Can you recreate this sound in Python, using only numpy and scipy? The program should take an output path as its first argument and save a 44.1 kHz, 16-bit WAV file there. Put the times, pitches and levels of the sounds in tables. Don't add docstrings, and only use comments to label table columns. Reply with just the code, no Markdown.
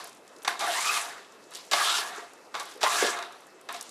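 import sys
import numpy as np
from scipy import signal
from scipy.fft import rfft, irfft, next_fast_len
from scipy.io import wavfile
from scipy.ndimage import uniform_filter1d

SR = 44100
rng = np.random.default_rng(int(sys.argv[2]) if len(sys.argv) > 2 else 0)


def transcribe(u):
    v = np.clip(np.atleast_2d(u).T, -1, 1)
    q = np.round(v * 32767).astype(np.int16)
    wavfile.write(sys.argv[1], SR, q)


def makeup_ratio(level_db):
    decades = np.asarray(level_db, float) / 20
    return 10 ** decades


N = 171990


def rms_one(x):
    return x / np.sqrt(np.mean(x ** 2) + 1e-20)


def bandpass(x, order, low_hz, high_hz):
    return signal.sosfilt(signal.butter(order, [low_hz, high_hz], "band", fs=SR, output="sos"), x)


def along(tables, rest):
    t = np.arange(N) / SR
    out = np.ones((2, N)) * np.array(rest)[:, None]
    for rows in tables:
        time_s, first, second = np.transpose(rows)
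        inside = (t >= time_s[0]) & (t <= time_s[-1])
        out[0, inside] = np.interp(t[inside], time_s, first)
        out[1, inside] = np.interp(t[inside], time_s, second)
    return out


def drift(rate_hz):
    r = np.exp(-2 * np.pi * rate_hz / SR)
    noise = rng.standard_normal(N + SR)
    return rms_one(signal.lfilter([1], [1, -2 * r, r * r], noise)[SR:])


def coloured(sources, spectrum, patchy_db):
    hz, db = np.transpose(spectrum)
    edges = 22 * 2 ** np.arange(0, 9.6, .5)
    out = 0
    for k, (low, high) in enumerate(zip(edges, edges[1:])):
        band = bandpass(sources[k % 2], 2, low, high)
        level_db = np.interp(np.log(low * high) / 2, np.log(hz), db)
        out = out + band * makeup_ratio(level_db + patchy_db * drift(11.7))
    return rms_one(out)


def grains(per_s, spread_db, size):
    sizes = makeup_ratio(spread_db * np.minimum(rng.exponential(1, size), 5)) * rng.choice([-1, 1], size)
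    return rms_one(sizes * (rng.random(size) < per_s / SR))


def whistle(tables, multiples, flutter_hz):
    pitch_hz, level_db = along(tables, [1000, -120])
    waver = 1 + .012 * drift(24.7)
    phase = 2 * np.pi * np.cumsum(pitch_hz * waver) / SR
    tone = 0
    for k, db in multiples:
        fluttering = drift(flutter_hz) * np.cos(k * phase) + drift(flutter_hz) * np.sin(k * phase)
        tone = tone + makeup_ratio(db) * fluttering
    return makeup_ratio(level_db) * tone


# pitch_hz, width_hz, level_db
SHELL = [(414, 68, -11), (697, 35, -2.5), (830, 96, -4), (980, 130, -5), (1157, 49, -3.5),
         (1300, 360, -3.5), (1668, 60, -7), (2150, 45, -7.5), (2530, 320, -9), (3740, 370, -2.5),
         (4500, 390, -10.5), (5840, 160, -14)]


def shell(force):
    out = 0
    for k, (hz, width_hz, db) in enumerate(SHELL):
        r = np.exp(-np.pi * width_hz / SR)
        gain = (1 - r * r) / 2 * np.sqrt(SR / width_hz / 20)
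        ring = [1, -2 * r * np.cos(2 * np.pi * hz / SR), r * r]
        out = out + makeup_ratio(db) * signal.lfilter([gain, 0, -gain], ring, force[k] + 1e-18)
    return out


def reel_rattle(drive):
    taps = grains(2500, 2.78, size=(len(SHELL), N))
    grip = makeup_ratio([3 * drift(9.8) for _ in SHELL])
    return shell(taps * makeup_ratio(-5) * drive * grip)


# pitch_hz, level_db
RUB = [(25, -22), (70, -40), (285, -26), (698, -5.5), (1170, 3.2), (1930, 1.5), (3500, -21.5), (5000, -50)]


def shell_rub(drive):
    return makeup_ratio(-7) * drive * coloured(rng.standard_normal((2, N)), RUB, patchy_db=3.0)


# pitch_hz, level_db
HISS = [(1470, -29), (2500, 0.5), (3050, -1.5), (3750, 5), (4400, 0.5), (8420, -2), (13000, -16.5),
        (16000, -35)]


def tape_hiss(drive):
    return drive * coloured(grains(8000, 3.1, size=(2, N)), HISS, patchy_db=2.25)


# start_s, scuff_level_db, rustle_over_scuff_db
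GRIPS = [
    [(0, -36, -13), (.08, -50, -2), (.2, -70, -3)],
    [(.445, -65, -1), (.452, -36, -12), (.472, -39.5, -16), (.49, -28, -12), (.6, -45.5, -10)],
    [(1.5, -75, -10), (1.515, -46, -12), (1.555, -46, 1), (1.6, -51.5, 1.5), (1.713, -67, 8.5)],
    [(2.538, -79, -5), (2.545, -30.5, -19), (2.63, -38.5, -11), (2.68, -46.5, -7), (2.72, -46.5, -2.5),
     (2.76, -54.5, -3.5), (2.81, -53.5, -9)],
    [(3.683, -83, -5), (3.69, -32, -32), (3.76, -43, 0.5), (3.8, -47, -3), (3.9, -63, 7)],
]
# start_s, rattle_level_db, hiss_over_rattle_db (tape tension)
PULLS = [
    [(.585, -44, -13), (.6, -33, -1), (.622, -26.5, -14.5), (.72, -31, -1.5), (.9, -32, 1),
     (.975, -28.5, -2), (1.0, -31.5, -5.5), (1.2, -45.5, -10), (1.36, -71, -4)],
    [(1.713, -34, 4.5), (1.73, -27.5, -1), (1.77, -26.5, -5), (1.84, -25.5, -2.5), (1.97, -31.5, 3.5),
     (2.02, -30.5, -6.5), (2.12, -39, -9.5), (2.19, -38.5, -11.5), (2.4, -72, -1)],
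    [(2.808, -47, 5), (2.835, -27.5, -2.5), (2.89, -28.5, -6), (3.0, -27, 0), (3.04, -24, -6.5),
     (3.1, -31.5, -3), (3.2, -33, -19), (3.3, -43, -19.5), (3.45, -57, -12)],
]


def cassette():
    level_db, tension_db = along(GRIPS + PULLS, [-120, 0])
    drive = makeup_ratio(level_db) * makeup_ratio(.5 * drift(53))
    return reel_rattle(drive) + shell_rub(drive) + tape_hiss(drive * makeup_ratio(tension_db))


# pitch_hz, level_db
AIR = [(25, -39), (90, -28.5), (200, -13), (389, -4), (1340, -10.5), (2360, -18.5), (8350, -25),
       (15000, -38.5)]


def room_tone():
    air = makeup_ratio(-53.5) * coloured(rng.standard_normal((2, N)), AIR, patchy_db=2.0)
    hum = makeup_ratio(-68) * np.sin(2 * np.pi * 2616 * np.arange(N) / SR)
    return air + hum


def room(x):
    t60_s, wall_cut_hz = .6, 3400
    size = next_fast_len(N + SR)
    z = 2j * np.pi * np.arange(size // 2 + 1) / size
    dull = np.exp(-2 * np.pi * wall_cut_hz / SR)
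    wall = (1 - dull) / (1 - dull * np.exp(-z))
    lags_s = np.geomspace(.009, .037, 10) * rng.uniform(.95, 1.05, 10)
    echo = 0
    for k, lag in enumerate(lags_s):
        trip = makeup_ratio(-60 * lag / t60_s) * wall * np.exp(-z * int(lag * SR))
        echo = echo + (-1) ** k * trip / (1 - trip)
    return irfft(rfft(x, size) * echo, size)[:N]


# start_s, peak_db, pitch_hz
CRINKLES = [(0.042, -32, 9000), (0.073, -34, 8000), (.093, -38, 7500), (.1281, -39, 5800),
            (.148, -43, 8000), (.17, -45, 6000), (.2653, -57, 8300), (0.2776, -42.5, 6900),
            (.29, -48, 6000), (0.363, -39, 6000), (.385, -44, 7000), (.42, -38, 4500), (.4274, -40, 8000),
            (0.433, -37, 9700), (0.593, -23.5, 6200), (1.2476, -40, 4000), (1.3216, -41, 5500),
            (1.4396, -46, 5500), (1.508, -39.5, 8500), (1.517, -44, 4500), (1.537, -33, 5700),
            (1.5482, -26, 7060), (1.554, -28, 5000), (1.569, -35, 10000), (1.573, -34, 5200),
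            (1.588, -45, 9000), (1.594, -40, 5500), (1.605, -45, 4600), (1.651, -45, 9500),
            (1.665, -41, 7500), (2.1605, -37, 7500), (2.3338, -41, 7500), (2.3775, -52, 4200),
            (2.5973, -26, 6540), (2.606, -34, 6500), (2.629, -37, 8500), (2.6543, -36, 9500),
            (2.697, -39, 7000), (2.712, -42, 6500), (2.724, -47, 9500), (2.738, -43, 9000),
            (2.757, -47, 8500), (2.774, -43, 8000), (3.323, -39, 7500), (3.3493, -52, 4500),
            (3.4052, -45, 7500), (3.468, -43, 8500), (3.6118, -41, 7500), (3.7254, -30, 9500),
            (3.7426, -28, 5000), (3.7644, -32, 5000), (3.81, -24, 7200), (3.8257, -29.5, 9000),
            (3.8924, -33, 6500)]


def crinkles():
    decay_s, rise_s, span = .003, .0008, 1.47
    t = np.arange(1000) / SR
    envelope = np.exp(-t / decay_s) * np.minimum(t / rise_s, 1)
    dense = grains(12000, 2.5, size=N + 1000)
    snaps = np.zeros(N + 1000)
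    for s, db, hz in CRINKLES:
        i = int(s * SR)
        burst = dense[i:i + len(t)] * makeup_ratio(db) * envelope
        snaps[i:i + len(t)] += bandpass(burst, 2, hz / span, min(hz * span, 12500))
    snaps = snaps[:N]
    return snaps + makeup_ratio(-12) * shell([snaps] * len(SHELL))


# start_s, peak_db, contact_s
KNOCKS = [(0.4482, -15, 0.0037), (0.4765, -9, 0.0016), (0.4782, -7, 0.0012), (0.4797, -9, 0.0039),
          (0.607, -18, 0.014), (1.516, -38, 0.006), (1.717, -16, 0.01), (1.732, -7.5, 0.0083),
          (1.983, -15, 0.0059), (2.542, -25, 0.0072), (2.552, -16, 0.0021), (2.6, -22.5, 0.014),
          (2.813, -19, 0.006), (2.831, -7.5, 0.0045), (2.837, -10, 0.0076), (3.026, -10, 0.003),
          (3.189, -21, 0.0051), (3.226, -19.5, 0.0027), (3.689, -23, 0.0023), (3.746, -22.5, 0.0043)]


def knocks():
    t = np.arange(4410) / SR
    touch = np.zeros(N + len(t))
    for s, db, contact_s in KNOCKS:
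        i = int(s * SR)
        touch[i:i + len(t)] += makeup_ratio(db) * np.exp(-t / max(contact_s, .001))
    touch = touch[:N]
    tick = 2 * np.maximum(np.diff(touch, prepend=0), 0)
    ring = shell((grains(3000, 1.5, size=(len(SHELL), N)) * touch + tick) * makeup_ratio(-7.5))
    chatter = grains(8000, 2.5, size=N) * touch + tick
    return ring + makeup_ratio(-12) * bandpass(chatter, 3, 700, 7500)


# start_s, pitch_hz, level_db
DRONES = [
    [(.655, 705, -47), (.68, 712, -33), (.735, 722, -34), (.755, 722, -48)],
    [(1.72, 1690, -38), (1.85, 1670, -38), (1.93, 1680, -46), (2.0, 1730, -39), (2.09, 1700, -48)],
    [(2.9, 1650, -48), (2.96, 1660, -40), (3.02, 1660, -33), (3.11, 1690, -37), (3.2, 1650, -50)],
]


def shell_drone():
    return whistle(DRONES, [(1, 0)], flutter_hz=65)


# start_s, pitch_hz, level_db
WHINES = [
    [(.74, 900, -37), (.775, 1000, -32), (.81, 1110, -25.5), (.84, 1190, -38.5), (.865, 1240, -22.5),
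     (.91, 1300, -27.5), (.935, 1280, -42), (.98, 1280, -32.5), (1.02, 1290, -53)],
    [(1.72, 1122, -28), (1.745, 1167, -29), (1.79, 1160, -38), (1.82, 1180, -26.5), (1.845, 1230, -36),
     (1.88, 1290, -29), (1.95, 1400, -28), (1.985, 1450, -39)],
    [(2.83, 891, -46), (2.872, 1028, -15), (2.89, 1105, -43), (2.93, 1200, -25), (2.97, 1282, -33),
     (3.0, 1420, -31), (3.03, 1550, -40)],
]
# second_db, third_db
WHINE_OVERTONES = [
    (-3, -14),
    (-18, -20),
    (-13, -18),
]


def roller():
    whine = 0
    for rows, (second_db, third_db) in zip(WHINES, WHINE_OVERTONES):
        whine = whine + whistle([rows], [(1, 0), (2, second_db), (3, third_db)], flutter_hz=90)
    whine = whine * makeup_ratio(6 * np.minimum(drift(30), .3))
    through_shell = shell([(-1) ** k * whine for k in range(len(SHELL))])
    return makeup_ratio(-2.5) * whine + makeup_ratio(-24.5) * through_shell


# start_s, pitch_hz, level_db
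SQUEAK = [
    (.75, 8300, -55),
    (.762, 8500, -35),
    (.778, 8750, -47),
    (.795, 8500, -40),
    (.82, 8800, -50),
]
# start_s, pitch_hz, level_db
SLACK = [
    (2.738, 400, -58),
    (2.775, 470, -50),
    (2.81, 520, -54),
]


def tape_squeak():
    return whistle([SQUEAK, SLACK], [(1, .005)], flutter_hz=76)


# start_s, peak_db, pitch_hz, push_s
BUMPS = [
    (1.733, -18, 740, .008),
    (2.176, -36, 450, .008),
    (2.836, -14, 720, .008),
    (3.024, -15, 520, .002),
    (3.036, -22, 450, .006),
    (3.046, -22, 480, .005),
    (3.078, -27, 440, .006),
]


def bumps():
    ratios, cycles = (.87, 1, 1.22), 9
    t = np.arange(4000) / SR
    out = np.zeros(N)
    for s, db, hz, push_s in BUMPS:
        push = rng.standard_normal((len(ratios), len(t))) * np.exp(-t / push_s)
        ring = 0
        for force, ratio in zip(push, ratios):
            r = makeup_ratio(-60 * hz * ratio / (cycles * SR))
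            w = 2 * np.pi * hz * ratio / SR
            ring = ring + signal.lfilter([np.sin(w)], [1, -2 * r * np.cos(w), r * r], force + 1e-18)
        ring = bandpass(ring, 2, hz / 1.4, hz * 1.7)
        i = int(s * SR)
        out[i:i + len(t)] += makeup_ratio(db) * ring / np.abs(ring).max()
    return out


def scene():
    tones = shell_drone() + roller() + tape_squeak()
    mic_low_cut = signal.butter(4, 172, "high", fs=SR, output="sos")
    hits_and_tones = signal.sosfilt(mic_low_cut, knocks() + bumps() + tones)
    near = cassette() + crinkles() + hits_and_tones
    return (near + makeup_ratio(-21.5) * room(near) + room_tone())[None]


def top_cut(x):
    return signal.sosfilt(signal.butter(12, 15830, fs=SR, output="sos"), x)


# from_hz, treble_needed_db
TOP_BANDS = [(13640, -56), (14330, -45), (15030, -37)]


def record(dry):
    peak_limit = .45
    rounded = peak_limit * np.tanh(dry / peak_limit)
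    hz, _, spec = signal.stft(rounded, SR, nperseg=1024)
    treble = spec[:, (hz > 8000) & (hz < 13000)]
    treble_db = 10 * np.log10(1.33 * np.sum(np.abs(treble) ** 2, axis=1) + 1e-20)
    treble_db = uniform_filter1d(treble_db, size=5, axis=-1)
    for from_hz, need_db in TOP_BANDS:
        silent = (hz > from_hz)[:, None] & (treble_db < need_db)[:, None]
        spec = spec * np.where(silent, 0, 1)
    mix = signal.istft(spec, SR, nperseg=1024)[1][:, :N]
    return top_cut(mix)


dry = scene()
out = record(dry)
transcribe(out)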